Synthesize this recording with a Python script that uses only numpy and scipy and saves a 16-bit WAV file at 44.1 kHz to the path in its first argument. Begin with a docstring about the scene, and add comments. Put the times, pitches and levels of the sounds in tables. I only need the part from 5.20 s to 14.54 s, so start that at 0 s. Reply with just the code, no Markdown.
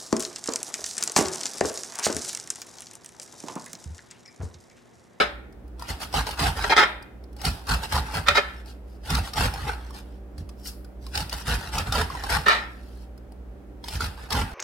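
"""In a small, hard-walled kitchen a knife shreds a head of cabbage on a cutting board, close by.
Each push fractures layers of leaves: random impulses and short ringing grains, coloured by ribs and cells.
Stiff leaves snap as decaying runs of cracks with a hollow tone; low noise thuds as the board rocks.
Now and then the edge grates on the board, a stick-slip impulse train filtered by resonances.
A refrigerator hums behind as slowly wavering sine lines in soft noise; random echoes form the room."""
import sys
import numpy as np
from scipy import signal
from scipy.fft import rfft, irfft, next_fast_len
from scipy.io import wavfile
from scipy.ndimage import uniform_filter1d, map_coordinates

SR = 44100
rng = np.random.default_rng(int(sys.argv[2]) if len(sys.argv) > 2 else 0)


def unload_wav(signal):
    """Save mono or channel-first audio to the path in sys.argv[1] as 16-bit WAV at rate SR, clipped to [-1, 1]."""
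    wavfile.write(
        sys.argv[1],
        SR,
        np.round(np.clip(np.atleast_2d(signal).T, -1, 1) * 32767).astype(np.int16),
    )


N = 411894
T = np.arange(N) / SR  # time [s]

# All table levels are relative: the mix and the filters scale them further.
# refrigerator motor and mains lines: (frequency [Hz], level [dB])
HUM_LINES = [(48.5, -53), (59.2, -43.5), (119, -60), (194, -57), (241, -66), (296.5, -62), (386, -64),
             (472, -68), (581, -67), (774.5, -71)]
# slow swell of the hum: (time [s], level [dB])
HUM_SWELL = [(0, -2), (2, -1.5), (3.5, -1), (4.8, 2.5), (5.7, 2), (8, 0), (9.34, 0)]
# spectrum of the rush of air: (frequency [Hz], level [dB])
AIR_COLOUR = [(12, -61), (20, -38.5), (39, -6.5), (63, 5.5), (88, -15.5), (130, -17), (146, -35),
              (187, -25.5), (301, -25), (590, -34), (718, -35.5), (780, -37), (1060, -44), (1370, -44),
              (16000, -83.5)]
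# decay of the room's tail by 60 dB: (frequency [Hz], decay time [s])
ROOM_T60 = [(200, 0.54), (800, 0.48), (2000, 0.54), (3800, 0.43), (6000, 0.27), (14000, 0.65)]
# likeness of left and right in diffuse sound: (frequency [Hz], correlation [-1 to 1])
STEREO_LIKENESS = [(60, 0.97), (130, 1), (290, 0.4), (640, .6), (1400, 0.11), (3000, 0), (15000, 0)]
# stereo balance: (frequency [Hz], left minus right [dB])
STEREO_LEAN = [(120, -1.6), (250, -1), (500, -3.5), (1500, -0.2), (4000, 2.3), (8000, 0.4)]
TOP_HZ = 16050  # upper band limit

# the blade is pushed through a layer of leaves:
# (time of full force [s], hold [s], tearing ribs [dB], bursting cells [dB], board shaking [dB])
PUSHES = [(0.691, 0.017, -32, -33.5, -28.5), (0.816, .018, -35, -32.5, -37.5),
          (0.951, 0.045, -26.5, -29.5, -22.5), (1.074, 0.016, -34, -34, -38),
          (1.198, 0.084, -25.5, -28.5, -22.5), (2.253, 0.025, -29, -27.5, -20.5),
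          (2.494, 0.049, -26.5, -30, -21), (2.634, 0.0099, -33, -34, -35.5),
          (2.726, 0.057, -27, -30.5, -21.5), (2.944, .037, -28, -33.5, -27),
          (3.9, 0.085, -30.5, -33.5, -21), (4.172, 0.088, -25.5, -29, -21), (4.476, 0.021, -28, -40, -30.5),
          (5.95, 0.062, -33.5, -33, -28), (6.129, .008, -34.5, -33, -31), (6.275, 0.074, -28.5, -30.5, -22),
          (6.536, .072, -30.5, -34.5, -26.5), (6.733, 0.085, -25.5, -30.5, -23.5),
          (7.103, 0.061, -24, -28.5, -24.5), (8.728, 0.034, -39, -34.5, -26.5),
          (8.811, .045, -33, -34, -25.5), (9.121, 0.095, -27.5, -34, -22.5)]
BITE_DB_PER_S, SAG_DB_PER_S, RELEASE_DB_PER_S = 700, 11, 452.5  # a push builds fast, sags, and lets go
RUB_DB, RUB_FADE_DB_PER_S = -15, 85  # after a push the blade rubs on in the cut
# light strokes, the blade sliding in the cut or brushing loose leaves:
# (time [s], hold [s], tearing ribs [dB], bursting cells [dB])
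LIGHT_STROKES = [(0.608, .05, -46, -51.5), (1.11, .025, -39, -42.5), (1.371, 0.11, -33, -37.5),
                 (2.2, .03, -47, -46), (2.709, .015, -37, -38.5), (2.854, 0.062, -40.5, -47.5),
                 (2.923, .015, -39, -40), (3.255, 0.15, -57, -56.5), (3.473, 0.036, -53.5, -48.5),
                 (3.683, 0.078, -72.5, -61.5), (3.861, .02, -43.5, -41.5), (4.045, .04, -41.5, -39),
                 (4.158, .015, -34.5, -38.5), (4.337, 0.2, -38.5, -45), (4.576, 0.12, -53, -57.5),
                 (4.746, 0.043, -47.5, -45), (4.86, 0.114, -66, -66), (5.19, 0.013, -60.5, -53.5),
                 (5.39, .05, -68.5, -55), (5.464, 0.019, -50, -32.5), (5.829, .1, -63.5, -53.5),
                 (6.168, 0.049, -42.5, -40), (6.39, .1, -40.5, -43), (6.67, 0.019, -36, -42.5),
                 (6.912, 0.118, -39.5, -46.5), (7.038, .04, -36.5, -42), (7.494, .35, -65, -59),
                 (8.661, 0.055, -47.5, -43.5), (8.981, .08, -47, -51.5), (9.255, 0.079, -43, -53.5)]
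STROKE_RISE_DB_PER_S, STROKE_FALL_DB_PER_S = 602, 452
STROKE_SHAKE_DB = 2  # board shaking under a light stroke, over the level of its ribs
# the cabbage is bumped against the board: (time [s], level [dB])
BUMPS = [(3.095, -28.5), (4.43, -29), (5.195, -31), (6.689, -24), (9.235, -28.5)]
BUMP_HOLD_S = .025
# the board rocks just after each push and settles slowly
SHAKE_LAG_S, SHAKE_RISE_DB_PER_S, SHAKE_FALL_DB_PER_S = .018, 551, 278
# spectrum of the rocking: (frequency [Hz], level [dB])
SHAKE_COLOUR = [(25, -19), (42, 6.5), (56, 8), (80, 6.5), (110, -6), (150, -2.5), (190, -12.5), (260, -15),
                (340, -29.5), (600, -69)]

# the edge grating on the board: (time [s], rise [s], hold [s], 60 dB fade [s], level [dB],
# brightness [dB per octave], low body [dB], favoured resonance [Hz])
SCRAPES = [(0, .001, .012, .15, -16, -0.5, -1.5, 600), (1.439, 0.0024, 0.004, .03, -19, 1.5, -2, 1433),
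           (1.494, .002, 0.026, .04, -20, 1, -1, 876), (1.517, .006, 0.0098, .04, -15.5, -2.5, -11.5, 890),
           (1.561, .003, .036, .05, -14, 1, 0.5, 871), (1.601, 0.0026, 0.033, .08, -17.5, -0.5, -3, 2162),
           (3.058, .02, .03, .1, -22, 0, -3.5, 1370), (3.083, .001, 0.0022, 0.02, -8, 3.5, 0.5, 2950),
           (3.146, 0.0026, .02, .05, -20.5, 4, 3.5, 1486), (3.168, 0.0057, 0.0052, .08, -14, 1, 3, 2064),
           (7.256, .008, 0.011, .05, -19.5, 0, -2.5, 1880), (7.28, 0.0012, 0.0042, .03, -13, 0, -6.5, 1860),
           (7.285, .004, 0.026, .3, -17.5, 0, -1.5, 1930)]
# spectrum of the grating: (frequency [Hz], level [dB])
GRATE_COLOUR = [(88, -45.5), (150, -15), (303, -11.5), (406, -12), (494, -13), (854, -6.5), (1170, -10.5),
                (1450, -5.5), (2360, -10.5), (5250, -14), (6260, -25.5), (16000, -48.5)]
# ringing of board and blade: (frequency [Hz], width [Hz], usual level [dB])
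BOARD_MODES = [(417, 25, 3), (580, 25, 2.5), (892, 100, -7.5), (960, 25, -10), (1330, 88, -0.5),
               (1810, 46, -3.5), (2160, 9.1, -6.5), (2444, 23, -2), (3200, 50, -5), (3470, 25, -7.5),
               (3680, 240, -6), (4020, 55, -6), (4900, 150, -17.5), (5140, 87, -11.5), (5750, 30, -22),
               (6510, 140, -26.5)]
# the board's broad, damped response, strongest from 700 Hz to 2 kHz: (frequency [Hz], level [dB])
BOARD_DAMPED = [(220, -6.5), (400, -14.5), (700, -4), (2000, -5), (4000, -13), (9000, -6.5)]

# single leaves snapping: (time [s], crack [dB], hollow pock over the crack [dB])
SNAPS = [(.3253, -51.5, -8), (.4788, -53.5, -11), (0.5953, -35, 0), (0.6223, -31, 3), (.9266, -30, -5),
         (.9405, -22.5, 8), (1.068, -26, -9), (1.1092, -23, -13.5), (1.19, -28, -3), (1.8246, -41.5, -6),
         (2.0382, -48, -12), (2.1284, -49, -9), (2.1647, -40.5, -6), (2.2157, -25.5, -19),
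         (2.2523, -15.5, -18), (2.4687, -31, -4.5), (2.4902, -22.5, -2), (2.7643, -26, 8.5),
         (3.071, -24.5, -8.5), (3.0865, -17, -8.5), (3.4583, -43, -10), (3.9034, -17, -18),
         (3.9508, -15, -27), (3.9872, -27, 7), (4.1345, -23, -12), (4.2094, -24.5, 8.5), (4.3374, -27, -2),
         (4.4787, -28, -8), (4.706, -39.5, 2), (5.1803, -37, -14), (5.2908, -37, -11), (5.4572, -29.5, -27),
         (5.6462, -42.5, -11), (5.8653, -34.5, -7), (5.9539, -18, -20), (5.9756, -16.5, -28),
         (6.095, -26, -29), (6.127, -22, -7.5), (6.5815, -14.5, -12), (6.7238, -15, -7),
         (6.901, -36.5, 11.5), (6.9494, -41, 18), (7.0369, -25, 0), (7.2815, -18, -11), (7.977, -48, -9),
         (8.1205, -47.5, -2), (8.6408, -30.5, -4), (8.6837, -22.5, -7), (8.7076, -30.5, -11),
         (8.806, -25.5, 4), (9.105, -21, -11), (9.1241, -14.5, -10)]
# spectrum of a snap: (frequency [Hz], level [dB])
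SNAP_COLOUR = [(600, -22.5), (1500, -5.5), (2800, -9.5), (3900, -5), (5200, 1.5), (6400, -9.5), (9000, -2),
               (15000, -8)]
POCK_HZ, POCK_SCATTER = 917, .2  # a rib's median note, and its relative spread from leaf to leaf
SNAP_TOP_DB, SNAP_DULLING = -10, 0.32  # usual treble change, and loss per dB of strength: thick is dull
# candidate chance snaps, their level over the bursting cells, and their pock over the crack
SMALL_SNAPS_PER_S, SMALL_SNAP_DB, SMALL_SNAP_POCK_DB = 9.3, 5, -6

# spectrum of the tearing ribs: (frequency [Hz], level [dB])
RIB_COLOUR = [(150, -26), (260, -4.5), (340, -13), (430, -1), (580, -8), (850, 5), (1050, -5), (1400, 1),
              (2000, -7), (2800, -17), (4200, -36.5), (6600, -57.5)]
# spectrum of the bursting cells: (frequency [Hz], level [dB])
CELL_COLOUR = [(1530, -46.5), (2600, -2.5), (3830, -3.5), (4670, -2), (5270, -1.5), (6330, -11),
               (8980, -7.5), (12900, -14.5), (16000, -24)]


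def amp(db):
    """Logarithmic level: 20 dB is a factor of ten in amplitude."""
    return 10 ** (np.asarray(db) / 20)


def unit(x):
    """Power normalisation: scale to rms 1."""
    return x / np.sqrt(np.mean(np.abs(x) ** 2) + 1e-20)


def along(points, hz):
    """Interpolation of (frequency, value) points on a logarithmic frequency axis."""
    f, v = np.transpose(points)
    return np.interp(np.log(hz + 1), np.log(f + 1), v)


def colour(points):
    """Spectral envelope: (frequency, dB) points as a gain over frequency."""
    return lambda hz: amp(along(points, hz))


def wobble(rate):
    """Smooth random fluctuation: a spline through rate random knots per second."""
    knots = rng.standard_normal(int(N * rate / SR) + 4)
    return map_coordinates(knots, [T * rate])


def filtered(x, response):
    """Linear filtering: multiply the spectrum by a response of frequency."""
    n = x.shape[-1]
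    m = next_fast_len(n + 8192)
    return irfft(rfft(x, m) * response(np.fft.rfftfreq(m, 1 / SR)), m)[..., :n]


def ring(gain, size=4096):
    """Minimum phase: the folded cepstrum of a gain gives a causal impulse response of energy 1."""
    cepstrum = irfft(np.log(np.maximum(gain(np.fft.rfftfreq(size, 1 / SR)), 1e-6)))
    cepstrum[1:size // 2] *= 2
    cepstrum[size // 2 + 1:] = 0
    h = irfft(np.exp(rfft(cepstrum)))
    return h / np.linalg.norm(h)


def add(track, s, sound):
    """Superposition: mix a sound into the track at time s."""
    i = max(round(s * SR), 0)
    track[i:i + len(sound)] += sound[:max(N - i, 0)]


def leveled(x, size):
    """Constant local power: divide by the running rms over size samples."""
    return x / np.sqrt(np.abs(uniform_filter1d(x ** 2, size=size)) + 1e-4)


def fractures(n, rate, spread_db):
    """Random fracture: impulses at chance moments, of very unequal size, rms 1."""
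    happens = rng.random(n) < rate / SR
    sign = rng.choice([-1, 1], n)
    size = amp(spread_db * np.clip(rng.standard_normal(n), -2, 2))
    return unit(happens * sign * size)


def diffuse(n):
    """Diffuse field: stereo noise alike in the bass and unrelated in the treble."""
    def mid_side(hz):
        """The angle between mid and side sets the correlation of the channels."""
        turn = np.arccos(np.clip(along(STEREO_LIKENESS, hz), -1, 1)) / 2
        return np.array([np.cos(turn), np.sin(turn)])

    mid, side = filtered(rng.standard_normal((2, n)), mid_side)
    return np.array([mid + side, mid - side])


def refrigerator(air_db, hiss_db):
    """Line spectrum: wavering motor and mains tones over a rush of air and microphone hiss."""
    def line(hz):
        """Phase modulation: a sine whose phase wanders, more so at high frequency."""
        phase = hz / 450 * wobble(3) + 2 * np.pi * rng.random()
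        return np.sqrt(2) * np.sin(2 * np.pi * hz * T + phase)

    hum = sum(amp(db + .7 * wobble(3)) * line(hz) for hz, db in HUM_LINES)
    hum_gain = amp(np.interp(T, *np.transpose(HUM_SWELL)))
    bass_cut = [(70, -14.0), (250, 2.5)]
    air = unit(filtered(diffuse(N), lambda hz: amp(along(AIR_COLOUR, hz) + along(bass_cut, hz))))
    hiss = rng.standard_normal((2, N))
    return hum_gain * hum + amp(air_db) * air + amp(hiss_db) * hiss


def moving(x, responses, size):
    """Echoes of a moving source: each short, overlapping stretch meets a new stereo response."""
    hop = size // 2
    padded, out = np.pad(x, (hop, size)), np.zeros((2, N + SR))
    window = np.sqrt(np.hanning(size))
    for i in range(0, N + hop, hop):
        response = responses()
        response = response / np.linalg.norm(response) * np.sqrt(2)
        stretch = padded[i:i + size] * window
        echo = signal.fftconvolve(stretch[None], response, axes=1)
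        out[:, i:i + echo.shape[1]] += echo
    return out[:, hop:hop + N]


def kitchen(x, direct_db, near_db, near_t60, room_db, size):
    """Reverberation: direct sound, scatter from pot and counter (new every half size), and a tail."""
    noise = diffuse(3 * SR)
    hz, t, z = signal.stft(noise, SR, nperseg=256)
    decay = amp(-60 * t / along(ROOM_T60, hz)[:, None])
    fade = (decay * (1 - np.exp(-t / .008)))[:, :170]  # the tail builds up over some 8 ms
    lag = T[:SR // 30]
    quick = amp(-60 * lag / near_t60) * (lag > .0003)

    def near():
        """Early reflections: a short decaying excerpt of diffuse noise."""
        return noise[:, rng.integers(2 * SR):][:, :len(lag)] * quick

    def tail():
        """Late reverberation: diffuse noise with a decay time for each frequency."""
        start = rng.integers(z.shape[-1] - fade.shape[1])
        return signal.istft(z[..., start:start + fade.shape[1]] * fade, SR, nperseg=256)[1]

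    early = amp(near_db) * moving(x, near, size=size)
    late = amp(room_db) * moving(x, tail, size=16384)
    return amp(direct_db) * x + early + late


def swell(start, hold, rise, fall):
    """Exponential growth and decay: 0 dB during the hold, straight dB-per-second slopes around it."""
    return -rise * np.maximum(start - T, 0) - fall * np.maximum(T - start - hold, 0)


def effort():
    """Dominant force: the strongest action of the blade sets the gain of ribs, cells and shaking."""
    ribs, cells, shake = np.full((3, N), -120.0)
    for s, hold, ribs_db, cells_db, shake_db in PUSHES:
        force = swell(s, hold, BITE_DB_PER_S, RELEASE_DB_PER_S) - SAG_DB_PER_S * np.clip(T - s, 0, hold)
        rub = RUB_DB + swell(s, hold, BITE_DB_PER_S, RUB_FADE_DB_PER_S)
        force = np.maximum(force, rub)
        rocking = swell(s + SHAKE_LAG_S, hold, SHAKE_RISE_DB_PER_S, SHAKE_FALL_DB_PER_S)
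        ribs = np.maximum(ribs, ribs_db + force)
        cells = np.maximum(cells, cells_db + force)
        shake = np.maximum(shake, shake_db + rocking)
    for s, hold, ribs_db, cells_db in LIGHT_STROKES:
        force = swell(s, hold, STROKE_RISE_DB_PER_S, STROKE_FALL_DB_PER_S)
        ribs = np.maximum(ribs, ribs_db + force)
        cells = np.maximum(cells, cells_db + force)
        shake = np.maximum(shake, ribs_db + STROKE_SHAKE_DB + force)
    for s, db in BUMPS:
        rocking = swell(s, BUMP_HOLD_S, SHAKE_RISE_DB_PER_S, SHAKE_FALL_DB_PER_S)
        shake = np.maximum(shake, db + rocking)
    return amp([ribs, cells, shake])


def shaking(push, level_db):
    """Forced vibration: the jerking blade rocks board and counter in a low thudding."""
    sway = signal.hilbert(filtered(rng.standard_normal(N), colour(SHAKE_COLOUR)))
    even_sway = unit(sway.real / uniform_filter1d(np.abs(sway), size=1100))
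    thuds = amp(level_db) * push * even_sway
    return filtered(thuds, colour([(22, -24.0), (32, -13), (46, 0.5)]))


def board(hz, damped_db):
    """Modal resonance: peaks of new strength at each contact, over a damped response."""
    modes = 0
    for f, width, db in BOARD_MODES:
        strength = amp(db + 1.7 * rng.standard_normal()) ** 2
        modes = modes + strength / (1 + (2 * (hz - f) / width) ** 2)
    return np.sqrt(amp(damped_db + along(BOARD_DAMPED, hz)) ** 2 + modes)


def scrapes(level_db, slip_rate, grit):
    """Stick-slip friction: the edge jerks along, and each place of contact rings the board differently."""
    out, t = np.zeros(N), np.arange(SR // 4) / SR
    for s, rise, hold, fade, db, bright_db, body_db, favoured_hz in SCRAPES:
        force = np.minimum(t / max(rise, 1e-4), 1) * amp(-60 * np.maximum(t - rise - hold, 0) / fade)
        slips = fractures(len(t), rate=slip_rate, spread_db=3.5) + grit * rng.standard_normal(len(t))
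        slips = force * leveled(slips, size=260)

        def contact(hz):
            """Superposed colour: spectral tilt, low body and one favoured resonance on the board."""
            tilt_db = bright_db * np.log2(np.clip(hz, 400, 6000) / 1500)
            low_db = body_db / (1 + (hz / 750) ** 4)
            favour_db = 4 / (1 + (np.log(hz / favoured_hz + 1e-6) / 0.097) ** 2)
            total_db = along(GRATE_COLOUR, hz) + tilt_db + low_db + favour_db
            return amp(total_db) * board(hz, damped_db=-2.5)

        sound = signal.fftconvolve(slips, ring(contact))
        # the energy follows the force, whatever the resonances
        add(out, s, amp(db + level_db) * sound * np.linalg.norm(force) / np.linalg.norm(sound))
    return out


def small_snaps(cells):
    """Chance fracture: rows like SNAPS at random moments, as strong as the cutting is just then."""
    rows = []
    for i in rng.integers(N, size=int(SMALL_SNAPS_PER_S * N / SR)):
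        if cells[i] > amp(-60):
            rows.append((i / SR, 20 * np.log10(cells[i]) + SMALL_SNAP_DB, SMALL_SNAP_POCK_DB))
    return rows


def snaps(rows, level_db, t60, pock_db, pock_t60):
    """Brittle fracture: a crack, a quick run of smaller ones, and a hollow pock from the rib."""
    out, t = np.zeros(N), np.arange(SR // 20) / SR
    usual_db = np.mean([row[1] for row in SNAPS])
    for s, db, body_db in rows:
        run = fractures(len(t), rate=3800, spread_db=5.5) * amp(-60 * t / t60)
        run = run / (np.linalg.norm(run) + 1e-9) + 0.32 * (t == 0)  # the first crack starts the run
        top_db = SNAP_TOP_DB - SNAP_DULLING * (db - usual_db)

        def leaf(hz):
            """High shelf: treble above some 6900 Hz depends on the strength of the snap."""
            return amp(along(SNAP_COLOUR, hz) + top_db * hz ** 6 / (hz ** 6 + 6900.0 ** 6))

        add(out, s, amp(db + level_db) * signal.fftconvolve(run, ring(leaf)))
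        rib_hz = POCK_HZ * np.exp(POCK_SCATTER * rng.standard_normal())
        pock = np.sin(2 * np.pi * rib_hz * t) * amp(-60 * t / pock_t60)
        add(out, s, amp(db + body_db + pock_db) * pock)
    return out


def fibres(rate, cycles, spread_db):
    """Damped free vibration: each parting fibre rings a few cycles at its own pitch; rms 1."""
    t = np.arange(SR // 100) / SR
    when, pitch, life, size = rng.random((int(rate * N / SR), 4)).T[:, :, None]
    hz = 550 * 13 ** pitch
    life = cycles * (.5 + life) / hz  # decay time constant [s]
    strength = amp(spread_db * np.minimum(-np.log(1 - size), 3)) * np.sqrt(hz / life)
    grains = strength * np.exp(-t / life) * np.sin(2 * np.pi * hz * t)
    grains = grains * (1 - t / t[-1])  # ends in silence
    at = (when * N).astype(int) + np.arange(len(t))
    return unit(np.bincount(at.ravel(), grains.ravel(), N)[:N])


def crunch(ribs, cells, ribs_db, cells_db, clump_db, thin_db):
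    """Clustered fracture: ribs tear and cells burst in clumps as the edge passes each leaf."""
    clumps = amp(clump_db * wobble(170))
    cracks = fractures(N, rate=650, spread_db=4.0)
    fizz = fractures(N, rate=6000, spread_db=4.5)
    pops = fibres(rate=700, cycles=2.7, spread_db=3.0)
    rib_breaks = clumps * (cracks + 0.46 * pops + 0.74 * fizz)
    cell_breaks = clumps * (cracks + .5 * pops + fizz)
    # the blade's advance sets how much breaks in any short stretch
    tear = leveled(signal.fftconvolve(rib_breaks, ring(colour(RIB_COLOUR)))[:N], size=1400)
    burst = leveled(signal.fftconvolve(cell_breaks, ring(colour(CELL_COLOUR)))[:N], size=1400)
    # where no rib tears, only thin leaves rustle, and they sound brighter
    thin = (cells / (cells + ribs)) ** 2
    thin_colour = colour([(2500, -32.5), (5000, 9), (7000, -2.5), (12000, 1.5), (16000, -7.5)])
    rustle = leveled(filtered(fractures(N, rate=4200, spread_db=8), thin_colour), size=1400)
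    leaf_cells = amp(cells_db) * (1 - thin) * burst + amp(thin_db) * thin * rustle
    return amp(ribs_db) * ribs * tear + cells * leaf_cells


def scene():
    """Superposition of cabbage and board in the humming kitchen, with a slight stereo lean."""
    ribs, cells, shake = effort()
    leaves = crunch(ribs, cells, ribs_db=-1, cells_db=0, clump_db=1.0, thin_db=-3.5)
    all_snaps = [*SNAPS, *small_snaps(cells)]
    leaves = leaves + snaps(all_snaps, level_db=15.0, t60=0.026, pock_db=1, pock_t60=0.034)
    edge = scrapes(level_db=1.5, slip_rate=900, grit=0.25)
    cabbage = kitchen(leaves, direct_db=-5, near_db=-0.5, near_t60=0.023, room_db=-9.0, size=3072)
    grating = kitchen(edge, direct_db=-5.5, near_db=-1, near_t60=.028, room_db=-10.5, size=8192)
    background = refrigerator(air_db=-46.5, hiss_db=-71.5)
    mix = cabbage + grating + shaking(shake, level_db=-3.5) + background
    halves = np.array([[.5], [-.5]])  # left up and right down by half the lean
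    return filtered(mix, lambda hz: amp(halves * along(STEREO_LEAN, hz)))


def record(dry):
    """Saturation and band limit: the highest peaks are rounded off, the top of the spectrum removed."""
    rounded = dry / (1 + np.abs(dry) ** 6) ** (1 / 6)
    return filtered(rounded, lambda hz: hz < TOP_HZ)


dry = scene()
out = record(dry)
unload_wav(out)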